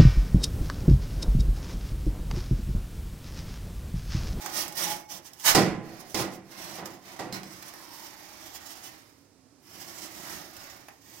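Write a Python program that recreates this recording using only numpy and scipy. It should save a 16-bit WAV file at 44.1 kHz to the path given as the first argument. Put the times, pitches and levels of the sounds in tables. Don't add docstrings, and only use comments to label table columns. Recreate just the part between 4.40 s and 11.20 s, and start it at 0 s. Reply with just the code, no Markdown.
import sys
import numpy as np
from scipy import signal
from scipy.fft import rfft, irfft, next_fast_len
from scipy.io import wavfile
from scipy.ndimage import map_coordinates

SR = 44100
rng = np.random.default_rng(int(sys.argv[2]) if len(sys.argv) > 2 else 0)


def transcribe(u):
    v = np.clip(np.atleast_2d(u).T, -1, 1)
    q = np.round(v * 32767).astype(np.int16)
    wavfile.write(sys.argv[1], SR, q)


N = 299880


def amp(db):
    return 10 ** (np.asarray(db) / 20)


def unit(pair):
    return pair / np.sqrt(np.mean(pair.mean(0) ** 2) + 1e-20)


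def along(points, hz):
    freqs, values = np.transpose(points)
    return np.interp(np.log(hz + 1), np.log(freqs + 1), values)


def automation(points):
    return np.interp(np.arange(N) / SR, *np.transpose(points))


def wobble(per_s):
    knots = rng.standard_normal(int(N * per_s / SR) + 4)
    return map_coordinates(knots, [np.arange(N) * per_s / SR], order=1)


def filtered(x, response):
    size = x.shape[-1]
    padded = next_fast_len(size + 8192)
    return irfft(rfft(x, padded) * response(np.fft.rfftfreq(padded, 1 / SR)), padded)[..., :size]


def dying(x, ring_times):
    hz, t, bands = signal.stft(x, SR, nperseg=256)
    fade = amp(-60 * t / along(ring_times, hz)[:, None])
    return signal.istft(bands * fade, SR, nperseg=256)[1][:, :x.shape[1]]


def add(track, start_s, sound):
    part = track[:, max(round(start_s * SR), 0):][:, :sound.shape[1]]
    part += sound[:, :part.shape[1]]


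# freq_hz, correlation
PORT_LIKENESS = [(100, 0.83), (350, 0.8), (800, .85), (1600, 0.25), (3000, 0.63), (6000, -0.49),
                 (14000, 0.37)]
# freq_hz, left_minus_right_db
PEEL_PAN = [(100, -7), (350, -4), (1000, -5), (2400, -4.5), (4000, -6), (6000, -11.5), (9000, -13),
            (14000, -16)]
def at_ports(pair, colour, pan=PEEL_PAN):
    def mid_side(hz):
        width = np.arccos(np.clip(along(PORT_LIKENESS, hz), -1, 1)) / 2
        return colour(hz) * np.array([np.cos(width), np.sin(width)])

    def left_right(hz):
        lean = np.arctan(amp(along(pan, hz)))
        return np.array([np.sin(lean), np.cos(lean)])

    mid, side = filtered(pair, mid_side)
    return unit(filtered(np.array([mid + side, mid - side]), left_right))


def noise(spectrum, size=N, pan=PEEL_PAN):
    return at_ports(rng.standard_normal((2, size)), lambda hz: amp(along(spectrum, hz)), pan)


# freq_hz, level_db
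AIR_COLOUR = [(20, -50), (45, -19), (110, -5.5), (160, -11), (220, -13), (275, -3.5), (340, -10),
              (560, -17.5), (3300, -31), (5200, -23.5), (9000, -30.5), (16000, -44)]
# freq_hz, left_minus_right_db
AIR_PAN = [(60, -3), (300, -11.5), (2500, -8), (14000, -9)]
def background():
    return amp(-61.5 + 0.48 * wobble(6.5)) * noise(AIR_COLOUR, pan=AIR_PAN)


# start_s, rise_s, hold_s, coast_t60_s, hiss_db, rasp_db, shudder_db
STROKES = [(-.025, 0.044, 0.18, 0.86, -46.5, -47.5, -44.5), (0.336, 0.049, 0.13, 0.27, -35.5, -41.5, -43),
           (0.673, 0.033, 0.062, 0.077, -44.5, -51.5, -49), (0.8, 0.026, 0.22, 0.37, -64.5, -65, -66),
           (1.029, 0.046, .01, 0.23, -21, -25, -50.5), (1.408, 0.042, 0.2, 0.9, -60.5, -56, -51),
           (1.742, 0.046, 0.026, 0.16, -37, -38, -37), (2.013, 0.21, 0.16, 0.12, -48, -48.5, -48.5),
           (2.434, 0.022, 0.064, 0.44, -55, -55, -51), (2.588, 0.1, 0.023, 0.89, -54.5, -51.5, -53.5),
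           (2.911, 0.029, 0.0098, 0.24, -45.5, -41.5, -53), (2.999, .08, 1.4, 1, -55, -55, -59.5),
           (5.168, 0.25, 0.52, 0.98, -50, -53.5, -52.5), (5.776, 0.081, 0.046, 0.99, -47, -47.5, -48),
           (6.03, 0.18, 0.083, 1, -53, -52.5, -58), (6.556, 0.19, 0.13, 0.57, -52.5, -57.5, -58)]
# peak_s, length_s, hiss_db
EDGE_BITES = [(0.175, 0.12, -33.5), (0.864, 0.051, -49), (1.025, 0.097, -45), (1.601, 0.017, -44.5),
              (1.714, 0.12, -53), (1.935, 0.054, -51), (3.13, 0.029, -49), (3.274, 0.036, -48),
              (3.543, 0.12, -50), (3.643, .06, -48), (4.064, 0.024, -46.5), (4.148, 0.038, -42.5),
              (4.266, 0.024, -43.5), (4.309, 0.087, -49.5), (4.452, 0.057, -46), (5.414, .04, -44.5),
              (5.597, 0.11, -46)]
def rubbing():
    t, power = np.arange(N) / SR, np.zeros((3, N))
    for start_s, rise_s, hold_s, t60_s, *levels_db in STROKES:
        push = np.sin(np.pi / 2 * np.clip((t - start_s) / rise_s, 0, 1)) ** 2
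        coast = amp(-60 * np.maximum(t - start_s - rise_s - hold_s, 0) / t60_s)
        power += np.outer(amp(levels_db), push * coast) ** 2
    for peak_s, length_s, hiss_db in EDGE_BITES:
        width_s = length_s * np.where(t < peak_s, 0.43, 0.57)
        swell = np.exp(-((t - peak_s) / width_s) ** 2)
        power[:2] += np.outer(amp([hiss_db, hiss_db - 9]), swell) ** 2
    hiss, rasp, shudder = np.sqrt(power)
    return hiss, rasp, lagging(shudder, t60_s=0.25)


def lagging(drive, t60_s):
    feedback = amp(-60 / (t60_s * SR))
    return signal.lfilter([1 - feedback], [1, -feedback], drive)


def grit(spectrum, per_s, spread_db, grain_db):
    sizes = amp(spread_db * rng.random(N)) * rng.choice([-1, 1], (2, N))
    grains = (rng.random(N) < per_s / SR) * sizes
    rush = unit(rng.standard_normal((2, N)))
    return at_ports(rush + amp(grain_db) * unit(grains), lambda hz: amp(along(spectrum, hz)))


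# freq_hz, t60_s
BLADE_DECAY = [(500, 0.44), (3000, 0.18), (7000, 0.086), (15000, 0.081)]
def through_blade(x, ring_share):
    hop = SR // 4
    rung, padded = np.zeros((2, N + hop)), np.pad(x, ((0, 0), (hop, 2 * hop)))
    for start in range(0, N + hop, hop):
        ring = dying(rng.standard_normal((2, SR // 6)), BLADE_DECAY)
        ring /= np.linalg.norm(ring, axis=1, keepdims=True)
        piece = padded[:, start:start + 2 * hop] * np.sqrt(np.hanning(2 * hop))
        add(rung, start / SR, signal.fftconvolve(piece, ring, axes=1))
    return np.sqrt(1 - ring_share) * x + np.sqrt(ring_share) * rung[:, hop:]


# time_s, pitch_hz
BEND_GLIDE = [(3.3, 1037), (3.55, 956.5), (3.9, 824), (4.5, 776)]
def bending(width_hz):
    fuzz = rng.standard_normal(N) + 1j * rng.standard_normal(N)
    decay = np.exp(-np.pi * width_hz * np.arange(SR // 8) / SR)
    band = signal.fftconvolve(fuzz, decay)[:N]
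    phase = 2 * np.pi * np.cumsum(automation(BEND_GLIDE)) / SR
    tone = (band * np.exp(1j * phase)).real
    swell = automation([(3.1, 0.24), (3.5, 1), (4.5, 0.47), (4.8, 0.055)])
    return swell * unit(tone * amp([[-4], [0]]))


# freq_hz, level_db
HISS_COLOUR = [(1800, -26), (3000, -7.5), (4300, -11), (5200, -2), (6200, -1), (7500, -6), (10500, -8.5),
               (13000, -5.5), (16000, -7.5)]
# freq_hz, level_db
RASP_COLOUR = [(300, -9.5), (480, -10.5), (600, -1), (1050, 1), (1300, -0.5), (1650, -1), (1900, 3),
               (2300, -1), (3100, -6.5), (5200, -0.5), (8000, -26)]
# freq_hz, level_db
DRONE_COLOUR = [(30, -46), (60, -11), (120, -5.5), (180, 7.5), (255, -5.5), (350, 9), (440, -12),
                (550, -0.5), (760, 2), (1100, -34), (2000, -66)]
# freq_hz, level_db
HUM_COLOUR = [(25, -42), (60, -3.5), (130, -7.5), (200, -5), (265, -8), (315, 8), (345, 2.5), (410, -12.5),
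              (700, -37.5)]
# time_s, weight_share
PIZZA_LOAD = [(1.1, 0), (2.9, 0), (3.7, 0.86), (5.3, 0.37)]
def scrape(hiss_gain, rasp_gain, shudder_gain):
    judder_db = wobble(110) + 0.16 * wobble(22)
    hiss = hiss_gain * amp(2.4 * judder_db + 2)
    hiss = hiss * grit(HISS_COLOUR, per_s=1500, spread_db=31, grain_db=-4.5)
    rasp = rasp_gain * amp(1.07 * judder_db - 0.5)
    rasp = rasp * grit(RASP_COLOUR, per_s=980, spread_db=24.5, grain_db=-7.5)
    bend = rasp_gain * amp(-1) * bending(width_hz=88)
    load = automation(PIZZA_LOAD)
    drone = np.sqrt(1 - load) * noise(DRONE_COLOUR, pan=[(100, -13.5), (400, -4.5)])
    hum = np.sqrt(load) * noise(HUM_COLOUR, pan=[(100, -8.5), (400, -17.5)])
    shudder = shudder_gain * amp(1.1 * judder_db - 0.65) * (drone + hum)
    return through_blade(hiss, ring_share=0.93) + through_blade(rasp, ring_share=0.74) + bend + shudder


# freq_hz, level_db
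KNOCK_COLOUR = [(200, -43), (500, 1), (930, 5), (1300, -1.5), (1700, 0), (3000, -9), (8000, -45)]
# start_s, level_db, knock_vs_tick_db
EDGE_CATCHES = [(0.0203, -35, -6), (0.0605, -25.5, -3), (0.2798, -27, -16.5), (0.324, -32.5, -14),
                (0.9338, -37.5, -23), (0.9982, -36, -21), (2.4575, -29.5, -3), (2.7632, -44, 4.5),
                (2.9252, -32.5, -14), (3.0326, -37.5, -1), (3.2252, -36, 0.5), (3.3377, -38.5, 1.5),
                (6.1656, -36, -8), (6.4842, -40, 4.5)]
def catches(tick_t60_s=0.036, knock_t60_s=0.04):
    track, t = np.zeros((2, N)), np.arange(SR // 4) / SR
    for start_s, level_db, knock_db in EDGE_CATCHES:
        tick = noise(HISS_COLOUR, t.size) * amp(-60 * t / tick_t60_s)
        knock = noise(KNOCK_COLOUR, t.size) * amp(knock_db - 60 * t / knock_t60_s)
        add(track, start_s, amp(level_db - 4.5) * (tick + knock))
    return through_blade(track, ring_share=0.35)


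# pitch_hz, width_hz, level_db
SING_MODES = [(841.3, 18, 5), (2200, 22, -10), (5660, 60, -17), (5640, 30, -21)]
# peak_s, level_db
SING_SWELLS = [(.06, -46), (.3, -46.5), (.51, -35)]
def singing(rise_s=0.072, t60_s=0.53):
    def resonances(hz):
        return sum(amp(level_db) * width_hz ** 1.5 / ((hz - pitch_hz) ** 2 + (width_hz / 2) ** 2)
                   for pitch_hz, width_hz, level_db in SING_MODES)

    t, swing = np.arange(N) / SR, np.zeros(N)
    for peak_s, level_db in SING_SWELLS:
        build = np.exp(-((t - peak_s) / rise_s) ** 2)
        tail = amp(-60 * np.abs(t - peak_s) / t60_s)
        swing += amp(level_db) * np.where(t < peak_s, build, tail)
    return swing * at_ports(rng.standard_normal((2, N)), resonances)


# pitch_hz, level_db, t60_s
SHELL_MODES = [(119.2, -12.5, 0.69), (161.8, -11.5, 0.73), (191.7, -1, 0.64), (310.3, -10.5, 0.59),
               (328, -7, 0.93), (440, -16.5, 0.99), (512, -9.5, 0.87), (640, -22, 0.73), (735, -11.5, 0.94),
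               (787, -5.5, 0.43), (820, -15.5, 0.88), (1026, -13, 0.72), (1317, -25.5, 0.35),
               (1925, -10, 0.43), (1980, -16.5, 0.43), (2450, -37, 0.19)]
# freq_hz, t60_s
SHELL_DECAY = [(60, 0.3), (170, 0.88), (400, 0.54), (900, 0.53), (2000, 0.62), (4000, 0.37), (8000, 0.33),
               (15000, 0.26)]
# freq_hz, level_db
BOOM_COLOUR = [(25, -70), (50, -26), (75, -10), (110, -6.5), (190, -1), (264, -7.5), (333, 3), (400, -5),
               (700, -8.5), (1250, -14), (1950, -18.5), (4000, -27.5), (8000, -87.5)]
# freq_hz, level_db
CRASH_COLOUR = [(1000, -42), (2000, -4), (3000, -9), (5100, 0.5), (8000, -8.5), (16000, -14.5)]
# start_s, level_db, crash_trim_db, bass_trim_db
BLOWS = [(1.1483, -7, -5, -2), (1.176, -16, -15, 2.5), (1.744, -21.5, -1.5, -1.5),
         (1.789, -24.5, -3.5, 3.5), (1.877, -30, -22.5, -26), (2.384, -27.5, -14.5, -11),
         (2.425, -33.5, -39.5, -1), (2.791, -23.5, -11, -6), (2.866, -36.5, -20, 4), (2.925, -39, 2, 8.5),
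         (3.032, -45, -20, 5)]
def clanks(detune=0.0056, attack_s=0.0007):
    track, t = np.zeros((2, N)), np.arange(SR) / SR
    attack = 1 - np.exp(-t / attack_s)
    snap = 1 + 0.51 * np.exp(-t / 0.011)
    for start_s, level_db, crash_db, bass_db in BLOWS:
        ring = np.zeros(SR)
        for pitch_hz, mode_db, t60_s in SHELL_MODES:
            swing = amp(mode_db + rng.normal(0, 1.74) - 60 * t / t60_s) * rng.choice([-1, 1])
            ring += swing * np.sin(2 * np.pi * pitch_hz * rng.normal(1, detune) * t)
        ring = ring * amp([[-14.5], [-11.5]])
        boom = amp(-9) * dying(noise(BOOM_COLOUR, SR), SHELL_DECAY)
        crash = amp(crash_db - 10) * snap * dying(noise(CRASH_COLOUR, SR), SHELL_DECAY)
        body = filtered(ring + boom, lambda hz: amp(along([(300, bass_db), (600, 0)], hz)))
        add(track, start_s, amp(level_db) * attack * (body + crash))
    return track


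def crumbs(hiss_gain):
    cracks = hiss_gain * amp(-13.5) * grit(HISS_COLOUR, per_s=36, spread_db=26, grain_db=33.5)
    return through_blade(np.sqrt(automation(PIZZA_LOAD)) * cracks, ring_share=0.47)


# pitch_hz, level_db
CLINK_MODES = [(4102, -1), (4224, -2), (4940, -2), (5028, -2), (5420, -6)]
# start_s, level_db
CLINK_HITS = [(2.926, -41), (3.032, -52), (3.224, -54)]
def clinks(t60_s=0.2):
    track, t = np.zeros((2, N)), np.arange(SR // 4) / SR
    for start_s, level_db in CLINK_HITS:
        ring = sum(amp(mode_db + rng.normal(0, 2, (2, 1))) * np.sin(2 * np.pi * pitch_hz * t)
                   for pitch_hz, mode_db in CLINK_MODES)
        add(track, start_s, amp(level_db - 60 * t / t60_s) * ring * amp([[-4], [2]]))
    return track


def scene():
    hiss_gain, rasp_gain, shudder_gain = rubbing()
    friction = scrape(hiss_gain, rasp_gain, shudder_gain) + crumbs(hiss_gain) + singing()
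    return friction + clanks() + catches() + clinks() + background()


def record(dry, ceiling=0.85, top_hz=15850):
    rounded = dry / (1 + (dry / ceiling) ** 4) ** (1 / 4)
    return filtered(rounded, lambda hz: hz < top_hz)


dry = scene()
out = record(dry)
transcribe(out)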